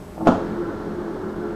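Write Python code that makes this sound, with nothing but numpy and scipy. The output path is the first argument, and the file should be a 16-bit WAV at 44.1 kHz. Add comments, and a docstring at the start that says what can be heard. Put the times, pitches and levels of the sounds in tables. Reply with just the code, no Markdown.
"""Dough sheeter starting up

A large workroom, one microphone, close enough that the machine stands clear of the room's tail.
The motor takes up with a short growl, the lever drops home with a clunk that shakes the steel frame,
then the drive hums, the belt whines and the rollers rumble.
The recorder's gain ducks at the clunk and stays down."""
import sys
import numpy as np
from scipy import signal
from scipy.io import wavfile

SR = 44100
rng = np.random.default_rng(int(sys.argv[2]) if len(sys.argv) > 2 else 0)


def transcribe(u):
    """Save the signal u as a 16-bit wav file named by the first command-line argument.

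    u: samples, shape (n,) or (channels, n), limited to [-1, 1]; the rate is SR.
    q: integer samples, one column per channel.
    """
    v = np.clip(np.atleast_2d(u).T, -1, 1)
    q = np.round(v * 32767).astype(np.int16)
    wavfile.write(sys.argv[1], SR, q)


N = 68355
T = np.arange(N) / SR
MOTOR_ON_S, SPIN_UP_S, ENGAGE_S, TAKE_UP_S = 0.16, 0.11, 0.2476, 0.03

# room air and microphone hiss: (frequency [Hz], relative density [dB])
AIR_SPECTRUM = [(15, -29), (25, -9.5), (102, -1.5), (144, -16), (182, 0.5), (264, -9), (414, -7),
                (525, -18), (616, -16.5), (666, -15.5), (1160, -21), (1970, -30), (2310, -33),
                (3530, -36.5), (14000, -42)]
# faint steady tones in the room: (frequency [Hz], level [dB])
WORKROOM_TONES = [(178, -46.5), (409, -51), (614, -52), (7854, -69.5)]
# ringing of the gears: (frequency [Hz], level before the swell [dB])
GEAR_TONES = [(700, -50.5), (850, -63), (1345, -48), (1373, -50), (1490, -49.5), (1655, -69)]
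# swell of that ringing: (time [s], gain [dB])
GEAR_GAIN = [(.35, -7), (.7, 5), (.95, -8.5), (1.2, -2.5), (1.38, -4), (1.47, 7), (1.55, -0.5)]
# rumble of rollers and conveyor: (frequency [Hz], relative density [dB])
ROLLER_SPECTRUM = [(25, 2.5), (36, 4), (55, -13), (95, -2), (130, -1), (190, -1), (330, 4.5), (480, 0),
                   (650, -6.5), (900, -5.5), (1130, -7.5), (1380, -8.5), (1700, -14.5), (2000, -21.5),
                   (2350, -29.5), (3500, -28.5), (6000, -36), (9000, -48), (14000, -56)]
# hum of the drive: (multiple of the shaft rate [-], base level [dB])
HUM_HARMONICS = [(2, -45.5), (4, -36.5), (5, -33), (6, -46.5), (7, -35.5), (8, -35.5), (10, -32),
                 (13, -43.5), (15, -47), (20, -46)]
# swell of the hum up to the fifth harmonic: (time [s], gain [dB])
LOW_HUM_GAIN = [(.35, -1.5), (.5, 5.5), (.63, -3.5), (.78, -2), (.93, 2.5), (1.1, -3), (1.25, 1),
                (1.36, 2.5), (1.44, -2.5), (1.55, 3)]
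# growl of the starting motor: (frequency [Hz], level [dB])
GROWL_TONES = [(172, -39), (220, -35.5), (549, -46), (764, -39), (880, -40.5), (1077, -46.5)]
# whine of the belt drive: (time [s], pitch [Hz], level [dB])
WHINE_CURVE = [(0.159, 325, -47.5), (0.226, 324.3, -29), (0.283, 324.2, -22.5), (0.329, 342.8, -30.5),
               (.47, 346.6, -31.5), (.6, 347.4, -23.5), (0.692, 337.8, -23.5), (0.779, 336, -44),
               (0.919, 352.8, -25), (1.029, 353.8, -25.5), (1.108, 330.5, -22), (1.19, 338, -54),
               (1.27, 339.6, -27), (1.352, 349.4, -38.5), (1.42, 354, -24), (1.55, 338.8, -25.5)]
# a second tone that beats against the whine: (time [s], level [dB])
BEAT_LEVEL = [(.3, -57), (1.0, -47), (1.16, -27.5), (1.32, -30), (1.45, -51)]
# modes of the heavy frame: (frequency [Hz], gain [dB], T60 [s])
FRAME_MODES = [(37.7, -28, 0.59), (102.3, -20, 0.35), (187.5, -11.5, 0.26), (230.4, -3, .09),
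               (248.7, -3.5, 0.16), (279, -16, 0.3)]
# jolts that reach the frame: (time [s], gain [dB])
FRAME_JOLTS = [(0.2762, -7), (0.2798, -14), (.288, -1)]
# modes of the linkage: (frequency [Hz], gain [dB], T60 [s])
LINKAGE_MODES = [(464, -17.5, 0.23), (542.3, -9.5, .18), (634.4, -8.5, 0.15), (700, -0.5, 0.035),
                 (787, -11, 0.051), (879.3, -10.5, 0.073), (1027, -22, 0.194), (1156, -14.5, 0.09),
                 (1306, -12.5, 0.089), (1396, -13.5, 0.057), (1476, -19.5, 0.086), (1736, -22.5, 0.045),
                 (2750, -29, 0.07), (3420, -34, 0.14)]
# crack of steel on steel: (frequency [Hz], relative density [dB])
CRACK_SPECTRUM = [(200, -8), (700, 12), (1400, 4.5), (2000, -23), (2900, -7.5), (4200, -15), (6500, -9.5),
                  (9000, -13.5), (14000, -14)]
# the lever's clunk and the rattle around it: (time [s], gain [dB], low-pass cutoff [Hz])
LEVER_KNOCKS = [(.179, -25.5, 800), (.208, -23, 918), (.257, -28.5, 4000), (.2708, -1, 3520),
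                (.278, -3.5, 2740), (.2825, -4.5, 1410), (.308, -14, 895), (.321, -14.5, 2200),
                (.344, -18, 1600), (.355, -15.5, 700), (.377, -20, 700)]


def from_db(db):
    """Decibels to gain."""
    return 10 ** (np.asarray(db) / 20)


def rms_one(x):
    """Scale to unit power."""
    return x / np.sqrt(np.mean(x ** 2) + 1e-20)


def ramp(start_s, length_s):
    """Rise from 0 to 1."""
    return np.clip((T - start_s) / length_s, 0, 1)


def decay(start_s, t60):
    """Jump to 1, then fall 60 dB every t60 seconds."""
    return (T >= start_s) * from_db(-60 * np.maximum(T - start_s, 0) / t60)


def curve(points):
    """Straight lines through (time, value) points."""
    return np.interp(T, *np.transpose(points))


def lowpass(x, hz):
    """Two-pole low-pass."""
    return signal.sosfilt(signal.butter(2, hz, fs=SR, output="sos"), x + 1e-18)


def drift(rate_hz):
    """Smooth random motion of spread 1."""
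    step, settle = 40, 2000
    pole = np.exp(-2 * np.pi * rate_hz * step / SR)
    white = rng.standard_normal(N // step + settle + 2)
    slow = signal.lfilter([1], [1, -2 * pole, pole ** 2], white)[settle:]
    return np.interp(np.arange(N) / step, np.arange(len(slow)), rms_one(slow))


def noise(spectrum, flicker_db):
    """Third-octave bands of noise, each flickering on its own; rms 1."""
    hz, db = np.transpose(spectrum)
    out, edges = 0, 22 * 2 ** (np.arange(30) / 3)
    for low, high in zip(edges, edges[1:]):
        bandpass = signal.butter(3, [low, high], "band", fs=SR, output="sos")
        band = signal.sosfilt(bandpass, rng.standard_normal(N + SR // 4))[-N:]
        band_db = np.interp(np.log(low * high) / 2, np.log(hz), db)
        out += band * from_db(band_db + flicker_db * drift(42))
    return rms_one(out)


def tone(hz, db):
    """A sine that follows a pitch curve, at an rms level."""
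    cycles = np.cumsum(np.broadcast_to(hz, N)) / SR + rng.random()
    return np.sqrt(2) * from_db(db) * np.sin(2 * np.pi * cycles)


def ring(start_s, hz, db, t60):
    """One struck mode: a damped sine."""
    return from_db(db) * decay(start_s, t60) * np.sin(2 * np.pi * hz * (T - start_s))


def background():
    """Room air, microphone hiss and a few faint steady tones."""
    air = from_db(-37.5) * noise(AIR_SPECTRUM, flicker_db=0.3)
    return air + sum(tone(hz, db) for hz, db in WORKROOM_TONES)


def room_tail(direct, delay_s=0.014):
    """The workroom's diffuse tail reaches the microphone late; the treble rings longer."""
    white = rng.standard_normal(N)
    low = lowpass(white, 2200)
    tail = low * decay(0, t60=0.25) + (white - low) * decay(0, t60=0.4)
    tail *= ramp(delay_s, delay_s)
    return signal.fftconvolve(direct, tail / np.linalg.norm(tail))[:N]


def gears(wander=0.00585, flutter_db=5):
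    """Thin, unsteady tones of the loaded gears."""
    swell_db, out = curve(GEAR_GAIN), 0
    for hz, db in GEAR_TONES:
        pitch = hz * (1 + wander * drift(16.5))
        out += tone(pitch, db + swell_db + flutter_db * drift(42))
    return ramp(ENGAGE_S, TAKE_UP_S) * out


def rollers(settled_db=-28, surge_db=6, surge_s=0.34):
    """Rumble of rollers and conveyor, strongest as they take up."""
    surge = np.exp(-np.maximum(T - ENGAGE_S, 0) / surge_s)
    gain = ramp(ENGAGE_S, TAKE_UP_S) * from_db(settled_db + surge_db * surge)
    return gain * noise(ROLLER_SPECTRUM, flicker_db=0.5)


def drive_hum(shaft_hz=42.47, wander=0.00555, flutter_db=3):
    """Fluttering harmonics of the turning shaft; the lowest swell together."""
    speed_hz = shaft_hz * (1 + wander * drift(3.9))
    out = 0
    for harmonic, db in HUM_HARMONICS:
        swell_db = curve(LOW_HUM_GAIN) if harmonic <= 5 else 0
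        out += tone(harmonic * speed_hz, db + swell_db + flutter_db * drift(8.6))
    return ramp(ENGAGE_S, TAKE_UP_S) * out


def motor_growl(flutter_db=6.5, fade_s=0.057):
    """Rough tones grow as the motor spins up and fade once the drive engages."""
    growl = sum(tone(hz, db + flutter_db * drift(45)) for hz, db in GROWL_TONES)
    return growl * ramp(MOTOR_ON_S, SPIN_UP_S) * (1 - ramp(ENGAGE_S, fade_s))


def belt_whine(flutter_db=3, second_tone_hz=376):
    """The belt drive's wavering whine; a second tone swells and beats against it."""
    times, hz, db = np.transpose(WHINE_CURVE)
    whine = tone(np.interp(T, times, hz), np.interp(T, times, db) + flutter_db * drift(22))
    second = tone(second_tone_hz, curve(BEAT_LEVEL))
    return whine * ramp(MOTOR_ON_S, 0.0064) + second * ramp(ENGAGE_S, TAKE_UP_S)


def frame_shake(rise_s=0.002):
    """Jolts around the hardest knocks set the heavy steel frame ringing low."""
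    out = 0
    for at, db in FRAME_JOLTS:
        ringing = sum(ring(at, *mode) for mode in FRAME_MODES)
        out += from_db(db) * ringing * ramp(at, rise_s)
    return out


def lever_clunk(spread_s=0.00044):
    """Each knock cracks steel on steel and rings the linkage, with its own brightness."""
    grit = from_db(-8.5) * noise(CRACK_SPECTRUM, flicker_db=0)
    out = 0
    for at, db, cutoff_hz in LEVER_KNOCKS:
        crack = grit * decay(at, t60=0.1)
        # the blow reaches each mode at a slightly different instant
        ringing = sum(ring(at + spread_s * rng.random(), *mode) for mode in LINKAGE_MODES)
        out += from_db(db) * lowpass(ringing + crack, cutoff_hz)
    return out


def scene():
    """The sheeter at the microphone, in mono; only the clunk carries a room tail."""
    clunk = lever_clunk() + frame_shake()
    tail = from_db(-6.5) * room_tail(clunk)
    running = drive_hum() + motor_growl() + belt_whine() + gears() + rollers()
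    return (clunk + tail + running + background())[None]


def record(dry):
    """The recorder's gain ducks on a peak and keeps sinking slowly; peaks are rounded, the top is cut."""
    threshold_db, max_over_db, sink_db_per_s = -8, 6, 0.34
    look_ahead_s, attack_s, ceiling, cutoff_hz = 0.0028, 0.002, 1.1, 14200
    level_db = 20 * np.log10(np.abs(dry[0]) + 1e-9)
    over_db = np.clip(level_db - threshold_db, 0, max_over_db)
    sink_db = sink_db_per_s * T
    held_db = np.maximum.accumulate(over_db - sink_db) + sink_db
    early_db = np.interp(T + look_ahead_s, T, held_db)
    pole = np.exp(-1 / (attack_s * SR))
    duck_db = signal.lfilter([1 - pole], [1, -pole], early_db)
    rounded = ceiling * np.tanh(dry * from_db(-duck_db) / ceiling)
    return signal.sosfilt(signal.ellip(10, 0.1, 80, cutoff_hz, fs=SR, output="sos"), rounded)


dry = scene()
out = record(dry)
transcribe(out)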